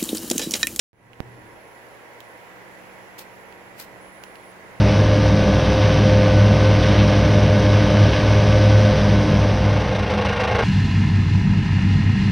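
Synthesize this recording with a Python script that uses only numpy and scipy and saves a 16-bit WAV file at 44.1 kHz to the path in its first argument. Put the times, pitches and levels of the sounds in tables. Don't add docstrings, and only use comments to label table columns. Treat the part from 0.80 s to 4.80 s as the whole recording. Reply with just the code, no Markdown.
import sys
import numpy as np
from scipy import signal
from scipy.fft import rfft, irfft
from scipy.io import wavfile
from scipy.ndimage import uniform_filter1d

SR = 44100
rng = np.random.default_rng(int(sys.argv[2]) if len(sys.argv) > 2 else 0)


def digitize_waveform(pressure):
    field = np.atleast_2d(pressure).T
    bounded = np.clip(field, -1, 1)
    quanta = np.round(bounded * 32767).astype(np.int16)
    wavfile.write(sys.argv[1], SR, quanta)


N = 176400
TIME, FREQS = np.arange(N) / SR, np.fft.rfftfreq(N, 1 / SR)

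# time_s, pitch_hz
WHINE_PITCH = [(.14, 10600), (.36, 10900), (.49, 10850), (.55, 11020), (.63, 10870), (.72, 10960),
               (.79, 11150), (.85, 10970), (.93, 10900), (1.05, 11080), (1.1, 10720), (1.19, 10680),
               (1.32, 11000), (1.38, 10880), (1.415, 11130), (1.435, 10600), (1.49, 10700), (1.54, 10780),
               (1.57, 11200), (1.62, 11100), (1.66, 10960), (1.7, 11040), (1.73, 11300), (1.77, 11240),
               (1.81, 10820), (1.86, 11050), (1.89, 10380), (1.92, 10900), (2.02, 11060), (2.15, 11000),
               (2.24, 11220), (2.3, 11000), (2.37, 11200), (2.45, 10950), (2.5, 11190), (2.61, 11210),
               (2.68, 10950), (2.72, 11220), (2.8, 11210), (2.85, 11040), (2.89, 11100), (2.93, 11000),
               (2.97, 11200), (3.11, 11200), (3.15, 11100), (3.18, 10720), (3.45, 10670), (3.7, 10680),
               (3.78, 10630), (4, 10650)]
# time_s, level_db, jitter_hz
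WHINE_LOAD = [(.14, -70.5, 17), (.45, -76, 45), (.55, -71.5, 43), (1.05, -70, 60), (1.15, -70.5, 30),
              (1.35, -74, 150), (1.5, -68, 60), (1.7, -74.5, 91), (1.85, -72.5, 61), (2.1, -70.5, 55),
              (3.13, -72, 54), (3.23, -63, 14), (3.48, -64, 12), (3.53, -67, 16), (3.69, -61, 17),
              (3.77, -73, 30), (4, -68.5, 18)]
# time_s, rise_hz
LEAKS = [(3.198, 311), (3.313, 478), (3.59, 220), (3.623, 525), (3.726, 450)]
# peak_s, level_db, swell_s, hold_s, fade_s
ARC_SHAPES = [(2.382, -44, 0.0013, .028, 0.018), (2.996, -42.5, 0.014, 0.026, 0.021)]
# start_s, level_db, decay_s
ARC_FLARES = [(2.3845, -43, 0.0025), (2.388, -35, 0.0037), (2.393, -36, .002), (2.986, -47, .002),
              (2.9934, -38, 0.0013), (2.9991, -33.5, 0.0025), (3.0025, -34, 0.0011), (3.011, -43, .003)]
# freq_hz, gain_db
ARC_EQ = [(1200, -1.5), (2400, -2), (3500, -3.5), (5000, -3.5), (5900, -6.5), (8600, -6.5), (11800, -5),
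          (14000, -4), (15800, -4)]
# freq_hz, width_hz, gain_db
MESH_MODES = [(2510, 180, -11), (4250, 150, -0.5), (5200, 200, -6)]
# start_s, level_db, tilt_db_per_octave, left_minus_right_db, ring_hz, ring_db
SPARKS = [(0.3323, -41.5, -2, -15, 3200, 13), (1.0674, -44, 8, 0, 4000, 0),
          (1.4042, -35, 1.5, -15, 1700, -5), (2.7244, -40, -2, -11, 3000, 3),
          (3.4372, -27.5, 1, -5, 1400, -3), (3.5555, -39.5, -1, -9, 4040, 7)]
# freq_hz, gain_db
SPARK_EQ = [(200, -21), (900, 4), (1600, 1.5), (3000, 5.5), (4500, -5), (8000, -7), (10000, -21),
            (13500, -11), (16000, -1)]
# pitch_hz, left_db, right_db
HUM_PARTIALS = [(118.3, -59, -77), (236.5, -63.5, -71), (310.3, -62.5, -64.5), (358, -59.5, -62),
                (480, -62, -68), (712, -86, -60.5), (774, -77, -60.5), (830.5, -80, -58.5),
                (953, -63, -58.5), (1070, -59.5, -65), (1952, -80, -60)]
# time_s, level_db
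DRONE_LEVEL = [(.3, -68), (1.2, -84), (1.7, -63), (3.2, -62), (4, -63.5)]
# time_s, level_db
RUMBLE_LEVEL = [(.13, -47.5), (.36, -57), (.42, -48), (.58, -50.5), (.72, -54.5), (.85, -59), (.95, -78),
                (2.2, -66), (3.2, -57.5), (3.7, -63), (3.9, -54.5), (4, -57)]
# freq_hz, gain_db
RUMBLE_EQ = [(15, -16), (26, -10), (38, -8), (70, -7), (140, -5.5), (250, -6.5), (450, -9), (1000, -41),
             (4000, -89)]
# time_s, level_db
ROUGH_HUM_LEVEL = [(.13, -50.5), (.28, -51), (.39, -55), (.44, -49.5), (.55, -50), (.67, -56), (.95, -95)]
# freq_hz, gain_db
AIR_LEFT_EQ = [(20, -16), (70, -4), (150, -5.5), (270, -2.5), (490, 5), (700, 1.5), (1000, -0.5),
               (1250, -3), (1600, 0.5), (2000, -1.5), (2700, -9), (3800, -16.5), (5500, -22), (7500, -23),
               (9800, -22), (12500, -21), (15800, -27.5)]
# freq_hz, gain_db
AIR_RIGHT_EQ = [(20, -23), (70, -9), (150, -2.5), (270, -5), (530, 6.5), (750, 0.5), (1000, 1),
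                (1250, -3.5), (1650, 0), (2000, 2), (2700, -7), (3800, -17), (5500, -18.5), (7500, -20),
                (9800, -39), (12500, -30.5), (15800, -22.5)]
# time_s, gain_db
AIR_GAIN = [(.4, -2.5), (1, 0), (2, 1.53), (3, 0.5), (4, 1.2)]
# freq_hz, left_right_correlation
AIR_CORRELATION = [(60, 0.95), (130, 0.21), (290, 0.6), (640, 0.79), (1400, 0), (3000, 0.034), (15000, 0)]
# start_s, level_db
CLICK_AND_POP = [(0.1317, -40.5), (0.4038, -7.5)]

CUTOFF_HZ = 15880


def whine(pan_db=-13, duck_threshold_db=-60, flutter_db_per_hz=0.11, dip_db_per_hz=0.0386):
    jitter_hz = curve(WHINE_LOAD, column=2)
    jitter = jitter_hz * (0.9 * drift(rate_hz=28.3) + drift(rate_hz=182))
    flick_hz = sum(hz * bell(TIME, s, width=0.0041) for s, hz in LEAKS)
    tone = np.sqrt(2) * np.sin(phase_of(curve(WHINE_PITCH) + flick_hz + jitter))
    flutter_db = np.minimum(flutter_db_per_hz * jitter_hz, 3.5)
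    flutter = amp([flutter_db * np.minimum(drift(rate_hz=61), 1) for _ in range(2)])
    level = amp(curve(WHINE_LOAD) - dip_db_per_hz * flick_hz)
    duck = 1 / (1 + arc_level() / amp(duck_threshold_db))
    return tone * flutter * level * duck * pan(pan_db)


def whistle(pitch_hz=14600, width_hz=170, level_db=-74, start_s=0.87, end_s=2.7):
    gate = uniform_filter1d(1. * ((TIME > start_s) & (TIME < end_s)), size=4000)
    return amp(level_db) * gate * noise_band(pitch_hz, width_hz, shape=(2, N))


def arcs(grains_per_s=14000, spread_db=1.5, flicker_db=1.4, low_cut_hz=1315):
    grains = rng.choice([-1, 1], (2, N)) * (rng.random((2, N)) < grains_per_s / SR)
    strength = amp(spread_db * np.minimum(rng.exponential(1, (2, N)), 3))
    band = FREQS / np.hypot(FREQS, low_cut_hz) * (FREQS < CUTOFF_HZ)
    flicker = unit(amp(flicker_db * drift(rate_hz=220)))
    sizzle = arc_level() * flicker * colour(grains * strength, amp(spectrum(ARC_EQ)) * band)
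    ring = 1 + sum(resonance(*mode) for mode in MESH_MODES)
    return irfft(rfft(sizzle) * ring, N)


def arc_level():
    power = np.zeros(N)
    for s, db, swell, hold, fade in ARC_SHAPES:
        t = TIME - s
        power += (amp(db) * np.exp(np.minimum(t, 0) / swell - np.maximum(t - hold, 0) / fade)) ** 2
    for s, db, decay in ARC_FLARES:
        power += (amp(db) * burst(s, 0.00051, decay)) ** 2
    return np.sqrt(power)


def cracks(boost_db=2):
    strike = sum(amp(db + boost_db) * burst(s, 1 / SR, decay_s=0.00055) for s, db, _ in ARC_FLARES)
    return equalise(strike * rng.choice([-1, 1], N), amp(spectrum(SPARK_EQ)))


def snaps(rise_s=0.00052, tail_db=-13.5):
    out = np.zeros((2, N))
    octaves = np.log2(np.maximum(FREQS, 500) / 3000)
    for s, db, tilt_db, pan_db, ring_hz, ring_db in SPARKS:
        ring = 1 + resonance(ring_hz, width_hz=1000, db=ring_db)
        gain = amp(spectrum(SPARK_EQ) + tilt_db * octaves) * ring
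        envelope = burst(s, rise_s, decay_s=0.00077) + amp(tail_db) * burst(s, rise_s, decay_s=0.0065)
        crack = rng.choice([-1, 1], (2, N)) * envelope
        out += amp(db) * pan(pan_db) * equalise(crack, gain)
    return out


def echoes(x, level_db=-20, t60_s=0.38, predelay_s=.003):
    t = TIME[:SR // 2]
    tail = rng.standard_normal((2, len(t))) * np.exp(-np.log(1000) * t / t60_s) * (t > predelay_s)
    return amp(level_db) * signal.fftconvolve(x, tail / np.linalg.norm(tail[0]), axes=1)[:, :N]


def click_and_pop(rise_s=.00007, recover_s=0.0014, tick_hz=14200, tick_db=-21):
    right = np.zeros(N)
    for s, db in CLICK_AND_POP:
        t = np.maximum(TIME - s, 0)
        onset = 1 - bell(t, 0, width=rise_s)
        swing = 0.28 * bell(t, 0.0023, width=0.0034)
        tick = amp(tick_db) * burst(s, rise_s, decay_s=0.00011) * np.sin(2 * np.pi * tick_hz * t)
        right += amp(db) * (onset * (swing - np.exp(-t / recover_s)) + tick)
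    return np.array([np.zeros(N), right])


def hum(waver_hz=1.17, flutter=0.23, drone_hz=187.8):
    out = np.zeros((2, N))
    for hz, left_db, right_db in HUM_PARTIALS:
        phase = phase_of(hz + waver_hz * drift(rate_hz=4.15))
        tone = np.sin(phase + rng.uniform(-1.18, 1, (2, 1)))
        out += amp([[left_db], [right_db]]) * tone * (1 + flutter * drift(rate_hz=7.6))
    drone = np.sin(phase_of(drone_hz + 1.94 * drift(rate_hz=3.56)))
    return np.sqrt(2) * (out + amp(curve(DRONE_LEVEL)) * pan(db=-14.5) * drone)


def rumble(waver_hz=2.1, flutter=0.33):
    noise = rng.standard_normal(N) + 0.58 * rng.standard_normal((2, N))
    low_end = colour(noise, amp(spectrum(RUMBLE_EQ)))
    phase = phase_of(HUM_PARTIALS[0][0] + waver_hz * drift(rate_hz=15.3))
    rough_hum = np.sqrt(2) * np.sin(phase) * (1 + flutter * drift(rate_hz=25))
    return amp(curve(RUMBLE_LEVEL)) * low_end + amp(curve(ROUGH_HUM_LEVEL)) * rough_hum


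def air(left_db=-48, right_db=-45, patch_db=0.84):
    left, other = rng.standard_normal((2, N))
    alike = np.clip(spectrum(AIR_CORRELATION), -1, 1)
    right = irfft(alike * rfft(left) + np.sqrt(1 - alike ** 2) * rfft(other), N)
    bed = np.array([amp(left_db) * colour(left, amp(spectrum(AIR_LEFT_EQ))),
                    amp(right_db) * colour(right, amp(spectrum(AIR_RIGHT_EQ)))])
    bands = signal.stft(bed, nperseg=512)[2]
    patches = uniform_filter1d(rng.standard_normal(bands.shape[1:]), size=5, axis=0)
    patches = unit(uniform_filter1d(patches, size=10, axis=1))
    return signal.istft(bands * amp(patch_db * patches))[1][:, :N] * amp(curve(AIR_GAIN))


def amp(db):
    return 10 ** (np.asarray(db) / 20)


def unit(x):
    return x / np.sqrt(np.mean(x ** 2) + 1e-20)


def curve(rows, column=1):
    rows = np.array(rows)
    return np.interp(TIME, rows[:, 0], rows[:, column])


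def spectrum(rows):
    hz, value = np.transpose(rows)
    return np.interp(np.log(FREQS + 1), np.log(hz + 1), value)


def colour(x, gain):
    return unit(irfft(rfft(x) * gain, N))


def equalise(x, gain):
    return irfft(rfft(x) * gain / np.sqrt(np.mean(abs(gain) ** 2)), N)


def resonance(hz, width_hz, db):
    return amp(db) / (1 + 2j * (FREQS - hz) / width_hz)


def bell(x, centre, width):
    return np.exp(-((x - centre) / width) ** 2)


def noise_band(centre_hz, width_hz, shape=N):
    return colour(rng.standard_normal(shape), bell(FREQS, centre_hz, np.sqrt(2) * width_hz))


def drift(rate_hz):
    return noise_band(0, rate_hz)


def phase_of(hz):
    return 2 * np.pi * np.cumsum(hz) / SR


def pan(db):
    return amp([[db / 2], [-db / 2]])


def burst(start_s, rise_s, decay_s):
    t = np.maximum(TIME - start_s, 0)
    return np.minimum(t / rise_s, 1) * np.exp(-np.maximum(t - rise_s, 0) / decay_s)


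def scene():
    sparks = arcs() + cracks() + snaps()
    return sparks + echoes(sparks) + whine() + whistle() + hum() + air() + rumble()


def record(dry):
    start_s, fade_s, start_db = .131, 0.37, -22
    fade = np.clip(amp(start_db) + (TIME - start_s) / fade_s, 0, 1) * (TIME > start_s)
    low_pass = signal.firwin(511, CUTOFF_HZ, window=("kaiser", 8), fs=SR)
    return signal.oaconvolve(dry * fade + click_and_pop(), low_pass[None], "same")


dry = scene()
out = record(dry)
digitize_waveform(out)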